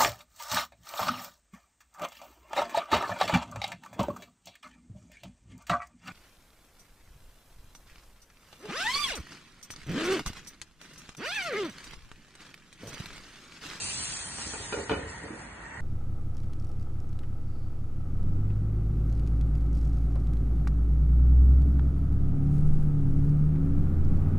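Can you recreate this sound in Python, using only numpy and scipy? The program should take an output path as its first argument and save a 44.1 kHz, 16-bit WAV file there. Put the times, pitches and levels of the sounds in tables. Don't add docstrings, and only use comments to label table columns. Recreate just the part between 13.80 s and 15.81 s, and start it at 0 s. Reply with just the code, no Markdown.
import sys
import numpy as np
from scipy import signal
from scipy.fft import rfft, irfft, next_fast_len
from scipy.io import wavfile
from scipy.ndimage import uniform_filter1d

SR = 44100
rng = np.random.default_rng(int(sys.argv[2]) if len(sys.argv) > 2 else 0)


def log_audio(samples):
    frames = np.atleast_2d(samples).T
    limited = np.clip(frames, -1, 1)
    pcm = np.round(limited * 32767).astype(np.int16)
    wavfile.write(sys.argv[1], SR, pcm)


def gain_from_decibels(decibels):
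    exponent = np.asarray(decibels, float) / 20
    return 10 ** exponent


N = 88508


def evened(x):
    return x / np.sqrt(np.mean(x ** 2) + 1e-20)


def read(points, hz):
    f, value = np.transpose(points)
    return np.interp(np.log(hz + 1), np.log(f + 1), value)


def control(rows):
    s, db = np.transpose(rows)
    return gain_from_decibels(np.interp(np.arange(N) / SR, s, db))


def colour(x, gain_of_hz):
    size = next_fast_len(N + 8192)
    gain = gain_of_hz(np.fft.rfftfreq(size, 1 / SR))
    return irfft(rfft(x, size) * gain, size)[..., :N]


def smoothed(x, bins, frames):
    return uniform_filter1d(uniform_filter1d(x, bins, axis=-2), frames, axis=-1)


def hiss(patchy_db, flicker_db):
    frames = N // 128 + 5
    z = rng.standard_normal((2, 257, frames)) + 1j * rng.standard_normal((2, 257, frames))
    patches = evened(smoothed(rng.standard_normal((257, frames)), 7, 20))
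    flicker = evened(uniform_filter1d(rng.standard_normal(frames), 10))
    z = z * gain_from_decibels(patchy_db * patches + flicker_db * flicker)
    return evened(signal.istft(z, nperseg=512, noverlap=384)[1][:, :N])


def fizz():
    # time in seconds, level in dB.
    escape = [(0.0, -35.5), (0.09, -35), (0.33, -37.5), (0.55, -43), (0.61, -39), (0.93, -44),
              (1.26, -56.5), (1.29, -51), (1.54, -58), (1.62, -54.5), (1.68, -58), (1.8, -59.5), (2.0, -60)]
    # frequency in Hz, level in dB per Hz.
    open_pan = [(1000, -20), (2000, -12), (2700, -5), (3600, -7), (4500, -2), (6500, -2.5), (9000, 0),
                (11000, -3)]
    pops_per_s, pop_spread_db, pop_share_db = 5000, 2.5, -8
    sizes = 16
    u = np.arange(128)
    pops = np.zeros((2, N))
    for hz in np.geomspace(1200, 9500, sizes):
        strength = gain_from_decibels(pop_spread_db * np.minimum(rng.exponential(1, N), 5))
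        strength = strength * (rng.random(N) < pops_per_s / sizes / SR)
        grain = np.sin(2 * np.pi * hz * u / SR) * np.exp(-u * hz / SR / 4) * hz / 3000
        pops += signal.oaconvolve(strength * rng.standard_normal((2, N)), grain[None], axes=1)[:, :N]
    mix = hiss(patchy_db=2.14, flicker_db=0.0) + gain_from_decibels(pop_share_db) * evened(pops)
    return gain_from_decibels(4.5) * control(escape) * evened(colour(mix, lambda hz: gain_from_decibels(read(open_pan, hz))))


def steam():
    # frequency in Hz, bandwidth in Hz, level in dB.
    cavity = [(930, 140, -4), (1500, 250, -9), (1880, 220, 0), (2200, 150, -10), (2680, 120, -17)]
    # time in seconds, level in dB.
    steam_level = [
        (0, -61.5),
        (.6, -54.5),
        (1.3, -47.5),
        (1.75, -55),
        (1.9, -47),
        (2.01, -46),
    ]

    def resonance(hz):
        power = sum(gain_from_decibels(2 * db) / (1 + (2 * (hz - f) / width) ** 2) ** 2 for f, width, db in cavity)
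        return np.sqrt(power)

    air = hiss(patchy_db=1.2, flicker_db=.6)
    return control(steam_level) * evened(colour(air, resonance))


def burner():
    # frequency in Hz, level in dB per Hz.
    roar = [(26, -48), (45, 2.5), (183, -4), (508, -13.5), (943, -10), (1010, -11.5), (1850, -10.5),
            (3500, -27.5), (4550, -58), (7700, -120)]
    air = hiss(patchy_db=.9, flicker_db=.3)
    return gain_from_decibels(-46) * evened(colour(air, lambda hz: gain_from_decibels(read(roar, hz))))


def ringing(modes):
    t = np.arange(SR // 2) / SR
    total = 0
    for k, (hz, db, t60) in enumerate(modes):
        phase = np.array([[0], [k * 7.4]])
        total = total + gain_from_decibels(db - 60 * t / t60) * np.sin(2 * np.pi * hz * t + phase)
    return total


def lid():
    # time in seconds, pan level in dB, then stove, grate and glass levels
    # in dB against the pan.
    contacts = [(0.585, -44, -18, 2, 13), (0.665, -43, 10, 7, -30), (0.736, -34, -5, -3.5, 5),
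                (0.799, -37.5, 1, -10, -0.5), (0.925, -28, -29, -11, 5.5),
                (0.9391, -24.5, -14.5, -13, -8.5), (0.970, -32, -2.5, 2, -3.5),
                (0.987, -27.5, -12, -6.5, -5), (1.010, -36, 0.5, -23, -12.5), (1.0956, -27.5, -27, -4, 7.5),
                (1.102, -27.5, 2, -10, -3.5), (1.1087, -23, -39, 1.5, -3), (1.1156, -22.5, -26.5, -6, -2.5),
                (1.136, -33.5, -24, -39, 4), (1.163, -32.5, 5, -10, -3), (1.185, -28.5, -21, -15, -12),
                (1.231, -42, 14.5, -12, -5), (1.439, -37.5, -14, 5, -11), (1.453, -38.5, 4.5, -4, -11.5),
                (1.482, -43, -10, -6, 1), (1.505, -46, -5, 16.5, -7.5), (1.534, -38, -23, 2, -6),
                (1.552, -50, 5, 2, -21)]
    # frequency in Hz, level in dB, 60 dB decay time in seconds.
    stove = [(83.85, -7.5, 0.58), (100.8, 5, 0.15)]
    grate = [(216, -5, 0.097), (280.6, 8.5, 0.042), (319, 5, 0.058)]
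    pan = [(403.7, 6, 0.05), (433, 4, 0.08), (481, -6.5, 0.13), (547.6, -1, 0.084), (652, -4, 0.053)]
    glass = [(938, -0.5, 0.024), (1060, -7, 0.027), (1235, -4, 0.03), (1425, 2.5, 0.026),
             (1776, -8.5, 0.033), (2345, -6, .03), (2495, -10, 0.055), (2918, -7, 0.035),
             (3460, -24.5, 0.0072), (4140, -9.5, 0.01)]
    chatter_s, rim_chatter_s, chatter_per_s = 0.043, 0.032, 930
    body_chatter, rim_chatter = .05, .3
    blow_s, stove_rise_s, body_rise_s = 0.00032, 0.0048, 0.0024
    crack_db, crack_t60_s, crack_band_hz = 2, 0.07, [900, 4050]

    u = np.arange(round(.12 * SR))
    fade = np.exp(-u / SR / np.array([[chatter_s], [chatter_s], [chatter_s], [rim_chatter_s]]))
    share = np.array([[body_chatter], [body_chatter], [body_chatter], [rim_chatter]])
    drive = np.zeros((4, N + len(u)))
    jolt = np.zeros(N)
    for s, pan_db, stove_db, grate_db, glass_db in contacts:
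        touches = rng.random(len(u)) < chatter_per_s / SR
        hits = share * touches * rng.standard_normal(len(u)) * fade
        hits[:, 0] = .7
        hits = hits * 2 / np.linalg.norm(hits, axis=1, keepdims=True)
        at = round(s * SR)
        levels_db = pan_db + np.array([[stove_db], [grate_db], [0], [glass_db]])
        drive[:, at:at + len(u)] += gain_from_decibels(levels_db) * hits
        jolt[at] = gain_from_decibels(pan_db + glass_db)

    blow = np.hanning(round(blow_s * SR) + 3)
    softened = signal.fftconvolve(drive[:3], blow[None] / blow.sum(), axes=1)
    drive[:3] = softened[:, :drive.shape[1]]

    t = np.arange(SR // 2) / SR
    crack_filter = signal.butter(3, crack_band_hz, "band", fs=SR)
    crack = signal.lfilter(*crack_filter, rng.standard_normal((2, N)))
    crack = crack * signal.fftconvolve(jolt, gain_from_decibels(crack_db - 60 * t / crack_t60_s))[:N]

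    stove_rise = 1 - np.exp(-t / stove_rise_s)
    body_rise = 1 - np.exp(-t / body_rise_s)
    bodies = [ringing(stove) * stove_rise, ringing(grate) * body_rise,
              ringing(pan) * body_rise, ringing(glass)]
    rings = sum(signal.fftconvolve(d[None], body, axes=1) for d, body in zip(drive, bodies))
    return gain_from_decibels(-11.5) * (rings[:, :N] + crack)


def kitchen(x):
    # frequency in Hz, 60 dB decay time in seconds.
    decay = [(100, 0.49), (400, 0.61), (1500, 0.31), (4000, 0.67)]
    hz, t, z = signal.stft(rng.standard_normal((2, SR)), SR, nperseg=256)
    fall = gain_from_decibels(-60 * t / read(decay, hz)[:, None])
    tail = signal.istft(z * fall, SR, nperseg=256)[1]
    return signal.fftconvolve(x[None], tail / np.linalg.norm(tail[0]), axes=1)[:, :N]


def scene():
    knocks = lid()
    mid, side = fizz() + steam() + burner() + knocks + gain_from_decibels(-5) * kitchen(knocks[0])
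    return np.array([mid + side, mid - side])


def port_pair(mid, side):
    # frequency in Hz, level in dB.
    side_width = [(60, -36), (190, -19), (330, -13), (600, 0), (1100, -5.5), (3000, 0.5), (6300, 0),
                  (7600, -5), (8300, -27)]
    lean_db, notch_db, notch_hz, notch_wide_hz = -14.5, -8, 5200, 600
    edge_hz, side_edge_hz, rumble_cut_hz = 9700, 8300, 38
    lean = colour(mid, lambda hz: gain_from_decibels(lean_db) / (1 + (np.log((hz + 1) / 250) / 0.59) ** 4))
    side = colour(side, lambda hz: gain_from_decibels(read(side_width, hz)) * (hz < side_edge_hz)) - lean

    def notch(hz):
        return gain_from_decibels(notch_db * np.exp(-((hz - notch_hz) / notch_wide_hz) ** 2)) * (hz < edge_hz)

    mid = colour(mid, notch)
    mid = colour(mid, lambda hz: 1 / (1 + (rumble_cut_hz / (hz + 1)) ** 12))
    return np.array([mid, side])


def thinned(pair):
    # start in seconds, end in seconds.
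    shed_times = [
        (1.19, 1.24),
        (1.77, 1.8),
        (1.85, 1.91),
        (1.97, 2.01),
    ]
    shed_hz, thin_from_hz, spare_db_per_khz = 9200, 2800, 7
    band_drop_db, band_wander_db, bin_drop_db = -4.6, 4.5, -2
    frame = dict(window="cosine", nperseg=2048, noverlap=1024)
    hz, t, z = signal.stft(pair, SR, **frame)
    size = abs(z)
    mask = np.sqrt(smoothed(size ** 2, 40, 2).max(0))
    mask = mask * gain_from_decibels(-spare_db_per_khz * np.maximum(thin_from_hz - hz, 0) / 1000)[:, None]
    band = np.sqrt(smoothed(size ** 2, 8, 2))
    wander = evened(smoothed(rng.standard_normal(z.shape), 10, 2))
    band_heard = band > mask * gain_from_decibels(band_drop_db + band_wander_db * wander)
    bin_heard = size > mask * gain_from_decibels(bin_drop_db)
    shed = sum((t > start) & (t < end) for start, end in shed_times) * (hz > shed_hz)[:, None]
    keep = band_heard & bin_heard & (shed == 0)
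    return signal.istft(z * keep, SR, **frame)[1][:, :N]


def top_cut(x):
    return signal.sosfilt(signal.butter(12, 10850, fs=SR, output="sos"), x)


def record(dry):
    mid, side = (dry[0] + dry[1]) / 2, (dry[0] - dry[1]) / 2
    mid, side = thinned(port_pair(mid, side))
    return top_cut(np.array([mid + side, mid - side]))


dry = scene()
out = record(dry)
log_audio(out)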